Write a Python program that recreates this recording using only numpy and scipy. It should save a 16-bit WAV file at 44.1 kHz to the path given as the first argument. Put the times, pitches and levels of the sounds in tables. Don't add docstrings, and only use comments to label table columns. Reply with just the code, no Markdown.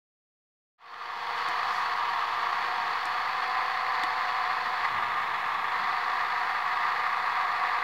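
import sys
import numpy as np
from scipy import signal
from scipy.fft import rfft, irfft
from scipy.io import wavfile

SR = 44100
rng = np.random.default_rng(int(sys.argv[2]) if len(sys.argv) > 2 else 0)


def store_pcm(level_fs):
    pcm = np.round(np.clip(level_fs, -1, 1) * 32767).astype(np.int16)
    wavfile.write(sys.argv[1], SR, np.atleast_2d(pcm).T)


N = 345303
TIME = np.arange(N) / SR


def from_db(db):
    return 10 ** (np.asarray(db) / 20)


def unit_level(x):
    return x / np.sqrt(np.mean(x ** 2) + 1e-20)


def ramp(start_s, end_s):
    return np.clip((TIME - start_s) / (end_s - start_s), 0, 1)


def swell(s, length):
    return np.exp(-.5 * ((TIME - s) / length) ** 2)


def drift(hz):
    step, warm_up = 40, 2000
    r = np.exp(-2 * np.pi * hz * step / SR)
    noise = rng.standard_normal(N // step + warm_up + 2)
    slow = signal.lfilter([1], [1, -2 * r, r * r], noise)[warm_up:]
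    return np.interp(np.arange(N) / step, np.arange(len(slow)), unit_level(slow))


def colour(x, spectrum, size=8192):
    hz, db = np.transpose(spectrum)
    f = np.maximum(np.arange(size // 2 + 1) * SR / size, 1)
    gain = from_db(np.interp(np.log(f), np.log(hz), db)) * np.minimum(f / hz[0], 1) ** 2
    cepstrum = irfft(np.log(gain))
    cepstrum[1:size // 2] *= 2
    cepstrum[size // 2 + 1:] = 0
    return signal.fftconvolve(x, irfft(np.exp(rfft(cepstrum))))[:N]


def resonate(x, hz, width):
    r = np.exp(-np.pi * width / SR)
    feedback = [1, -2 * r * np.cos(2 * np.pi * hz / SR), r * r]
    return signal.lfilter(np.array([1, 0, -1]) * (1 - r * r) / 2, feedback, x)


def ring(clicks, hz, ring_s):
    r = np.exp(-np.log(1000) / (ring_s * SR))
    angle = 2 * np.pi * hz / SR
    return signal.lfilter([0, np.sin(angle)], [1, -2 * r * np.cos(angle), r * r], clicks + 1e-18)


# (pitch [Hz], relative level [dB])
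TABLETOP_COLOUR = [(25, -17), (45, -8), (62, -6.5), (85, -4), (100, 2.5), (140, -2), (200, 0.5),
                   (290, -6.5), (420, -3), (2000, -77)]
def tabletop():
    shake_db, rock_db = -60.5, -52.5
    rock_s, rise_s, settle_s = 4.88, .037, .42
    rocking = ramp(rock_s, rock_s + rise_s) * np.exp(-np.maximum(TIME - rock_s, 0) / settle_s)
    level = np.hypot(from_db(shake_db), from_db(rock_db) * rocking)
    return level * unit_level(colour(rng.standard_normal(N), TABLETOP_COLOUR))


# (time [s], length [s], level [dB], pitch [Hz])
BODY_BUMPS = [(4.655, .02, -53, 204), (4.944, 0.025, -59, 130), (5.07, 0.022, -62, 101),
              (5.32, .07, -69, 70), (5.594, .03, -59, 212), (5.818, 0.063, -58, 205)]
def bumps():
    out = np.zeros(N)
    for s, length, db, hz in BODY_BUMPS:
        rumble = resonate(resonate(rng.standard_normal(N), hz, width=70), hz, width=70)
        out += from_db(db) * swell(s, length) * unit_level(rumble)
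    return out


# (pitch [Hz], relative level [dB])
RUB_COLOUR = [(2000, -10), (5000, 13), (8000, -1), (12000, -5), (16000, -16)]
# (time [s], length [s], level [dB])
RUBS = [(1.383, .013, -55), (1.764, 0.07, -54.5), (4.855, .015, -60), (5.76, .02, -66)]
def brushes():
    rub = unit_level(colour(rng.standard_normal(N), RUB_COLOUR))
    return rub * sum(from_db(db) * swell(s, length) for s, length, db in RUBS)


# (time [s], ping strength [dB], knock strength [dB], thump strength [dB])
LINK_SLIPS = [(1.486, -44.5, -42, -41.5), (3.055, -42.5, -42, -42), (4.036, -40, -16, -35)]
# (pitch [Hz], relative level [dB], ring time [s])
LINK_NOTES = [(5560, 3, .018), (7200, -3, .024), (7600, 2, 0.019), (8600, 2, .022), (8650, -5, .024),
              (12600, -12, .01)]
def ticks():
    rebound_s, rebound_db, snap_s = .0095, -13, .0022
    s, *levels = np.transpose(LINK_SLIPS)
    clicks = np.zeros((3, N))
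    clicks[:, (s * SR).astype(int)] = from_db(levels)
    ping, knock, thump = clicks
    ping = ping + from_db(rebound_db) * np.roll(ping, int(rebound_s * SR))
    out = sum(from_db(db - 9.5) * ring(ping, hz, ring_s) for hz, db, ring_s in LINK_NOTES)
    snap_fade = signal.lfilter([1], [1, -np.exp(-1 / (snap_s * SR))], ping + 1e-18)
    out += from_db(3) * colour(snap_fade * rng.standard_normal(N), RUB_COLOUR)
    out += .54 * ring(knock, 1860, .014) - .71 * ring(knock, 3700, .0043) + .17 * ring(knock, 4600, .008)
    return out + resonate(ring(thump, 330, .053), hz=260, width=160)


# (pitch [Hz], relative level [dB])
GEARBOX_COLOUR = [(380, -27.5), (665, -21.5), (740, -6.5), (860, -10), (1130, 0), (1340, -8), (1480, -14.5),
                  (1640, -7), (2030, -7.5), (2320, -18.5), (3100, -26.5), (4500, -24.5), (5700, -40),
                  (7000, -46), (9000, -55)]
def gearbox(x):
    return colour(x, GEARBOX_COLOUR)


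# (time [s], length [s], scrape level [dB], thud level [dB])
GEAR_CATCHES = [(4.82, .012, -36, -60), (4.853, 0.0079, -24, -58), (5.752, .015, -32, -60),
                (6.362, .006, -29.5, -80), (6.835, .008, -28.5, -80), (7.55, 0.0036, -37, -80)]
def grinds():
    scrape = gearbox(rng.standard_normal(N))
    box_ring = from_db(3) * resonate(scrape, hz=1900, width=790)
    scrape = unit_level(scrape + box_ring)
    thud = unit_level(resonate(rng.standard_normal(N), hz=45, width=60))
    return sum(swell(s, length) * (from_db(scrape_db) * scrape + from_db(thud_db) * thud)
               for s, length, scrape_db, thud_db in GEAR_CATCHES)


# (pitch [Hz], width [Hz], boost [dB])
FRAME_NOTES = [(364, 12, 7), (471, 16, 15), (489, 8, 12), (515, 5, 6), (733, 12, 13.5), (768, 16, 11),
               (905, 24, 13), (936, 20, 14), (960, 8, 14), (1024, 12, 13.5), (1199, 8, 16), (1260, 8, 3),
               (1385, 10, 9)]
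# (multiple of the tooth rate [x], relative level [dB])
GEAR_TONES = [(2, -57.5), (3, -48.5), (4, -44.5), (5, -43.5), (6, -50.5)]
# (multiple of the turning rate [x], relative level [dB])
MOTOR_TONES = [(3, -64), (4, -56), (5, -61.5), (6, -45.5), (7, -50), (8, -41.5), (9, -46), (10, -43),
               (11, -56.5)]
def whine(rate, tones, flutter):
    phase = 2 * np.pi * np.cumsum(rate) / SR
    out = np.zeros(N)
    for multiple, db in tones:
        frame_power = 1 + sum(from_db(2 * boost) / (1 + (2 * (multiple * rate - hz) / width) ** 2)
                              for hz, width, boost in FRAME_NOTES)
        strength = 1 + flutter * (drift(30) + drift(5))
        tone = strength * np.sin(multiple * phase + rng.uniform(0, 2 * np.pi) + flutter * drift(27))
        out += from_db(db) * unit_level(np.sqrt(frame_power) * tone)
    return out


def impacts(rate, scatter_db, uneven_db, per_turn, slop_s=.00022):
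    at = np.flatnonzero(np.diff(np.floor(np.cumsum(rate) / SR)))
    tooth = np.arange(len(at)) % per_turn
    strength, place = rng.standard_normal((2, per_turn))
    late_s = slop_s * (rng.standard_normal(len(at)) + 2 * place[tooth])
    hit_db = uneven_db * strength[tooth] + scatter_db * rng.standard_normal(len(at))
    clicks = np.zeros(N)
    clicks[np.clip(at + (late_s * SR).astype(int), 0, N - 1)] = from_db(hit_db)
    return unit_level(clicks - clicks.mean())


# (pitch [Hz], width [Hz], relative level [dB])
PLATE_NOTES = [(1836, 90, -16), (2230, 50, -9), (2430, 45, -6), (2490, 36, -5), (2560, 36, 0),
               (2636, 32, -2), (2760, 50, -7), (2905, 32, -3), (2980, 40, -1), (3335, 34, -1),
               (3402, 44, 5), (3625, 64, -1), (3969, 46, -4), (4390, 220, -2), (6950, 300, -9)]
def rattle(tooth_rate, motor_rate, plate_db):
    teeth, bounce_s, lurch_db = 9, .0059, .59
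    tooth_phase = 2 * np.pi * np.cumsum(tooth_rate) / SR
    knocks = from_db(-5.5) * impacts(tooth_rate, scatter_db=2, uneven_db=.9, per_turn=teeth)
    knocks += from_db(-11.5) * impacts(motor_rate, scatter_db=2.5, uneven_db=0, per_turn=1)
    bounces = rfft(rng.standard_normal(N) * np.exp(-TIME / bounce_s))
    knocks = irfft(rfft(knocks) * bounces / np.abs(bounces), N)
    grit = from_db(-2.5) * rng.standard_normal(N) * (1 + .16 * np.cos(tooth_phase))
    throb = 1 + .081 * (np.cos(2 * tooth_phase / teeth) + np.cos(4 * tooth_phase / teeth))
    lurch = unit_level(resonate(resonate(rng.standard_normal(N), 15, 31), 15, 31))
    box = gearbox((knocks + grit) * throb * from_db(lurch_db * lurch))
    plates = sum(from_db(db) * resonate(box, hz, width) for hz, width, db in PLATE_NOTES)
    return unit_level(box + from_db(plate_db) * plates)


# (pitch [Hz], width [Hz], boost [dB], change as the cam turns [dB/s],
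# change while the cam presses [dB], change under full load [dB])
SHELL_PANELS = [(758, 59, -3, .8, -1.5, 1), (1190, 120, -1.05, 0, -0.5, 2),
                (1900, 880, -3.5, .5, 0.5, -1.4), (3100, 220, 6, -1, -0.5, 1.5),
                (4520, 1000, 1.5, -.5, -6, -2), (5850, 1300, 4, -0.44, -2.5, .5)]
def shell(sound, press, load):
    for hz, width, boost_db, turn_db_per_s, press_db, load_db in SHELL_PANELS:
        db = boost_db + turn_db_per_s * TIME + press_db * press + load_db * load
        sound = sound + (from_db(db) - 1) * resonate(sound, hz, width)
    return sound


# (time [s], speed [teeth/s])
GEAR_SPEED = [(0.8, 229), (1.35, 234.2), (1.6, 239.6), (1.8, 240.0), (2.05, 225.6), (2.25, 225.2),
              (2.48, 229.6), (2.66, 232.3), (2.92, 234), (3.25, 242.4), (3.55, 244.0), (4.1, 243.8),
              (4.78, 241.7), (4.9, 229.4), (5.15, 227.9), (5.58, 221.8), (5.8, 239.7), (7.8, 239.6)]
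def scene():
    free_rate, full_load_drop = 240, 15
    motor_turns_per_tooth = .5256
    times, speeds = np.transpose(GEAR_SPEED)
    tooth_rate = np.interp(TIME, times, speeds) * (1 + .001 * drift(6))
    motor_rate = tooth_rate * motor_turns_per_tooth
    load = (free_rate - tooth_rate) / full_load_drop
    press = ramp(4.85, 4.927) - ramp(5.7, 5.777)
    arm = ramp(5.55, 6)
    gear_db = 1.2 - .6 * load - 2 * press + .5 * arm
    motor_db = .8 - 2 * load - 2.5 * press - arm
    whines = from_db(gear_db) * whine(tooth_rate, GEAR_TONES, flutter=.26)
    whines += from_db(motor_db) * whine(motor_rate, MOTOR_TONES, flutter=.28)
    gears = rattle(tooth_rate, motor_rate, plate_db=1 - 3 * arm)
    force_db = -29.5 + .47 * arm + .27 * drift(6.9)
    gears = shell(gears, press, load) * from_db(force_db)
    return (whines + gears + tabletop() + ticks() + grinds() + bumps() + brushes())[None]


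def record(dry):
    hiss_db, offset, cutoff_hz = -63.5, -.00175, 15800
    hiss = from_db(hiss_db) * rng.standard_normal(N)
    faded = (dry + offset + hiss) * ramp(.78, 1.46)
    return signal.sosfilt(signal.ellip(12, .1, 90, cutoff_hz, fs=SR, output="sos"), faded)


dry = scene()
out = record(dry)
store_pcm(out)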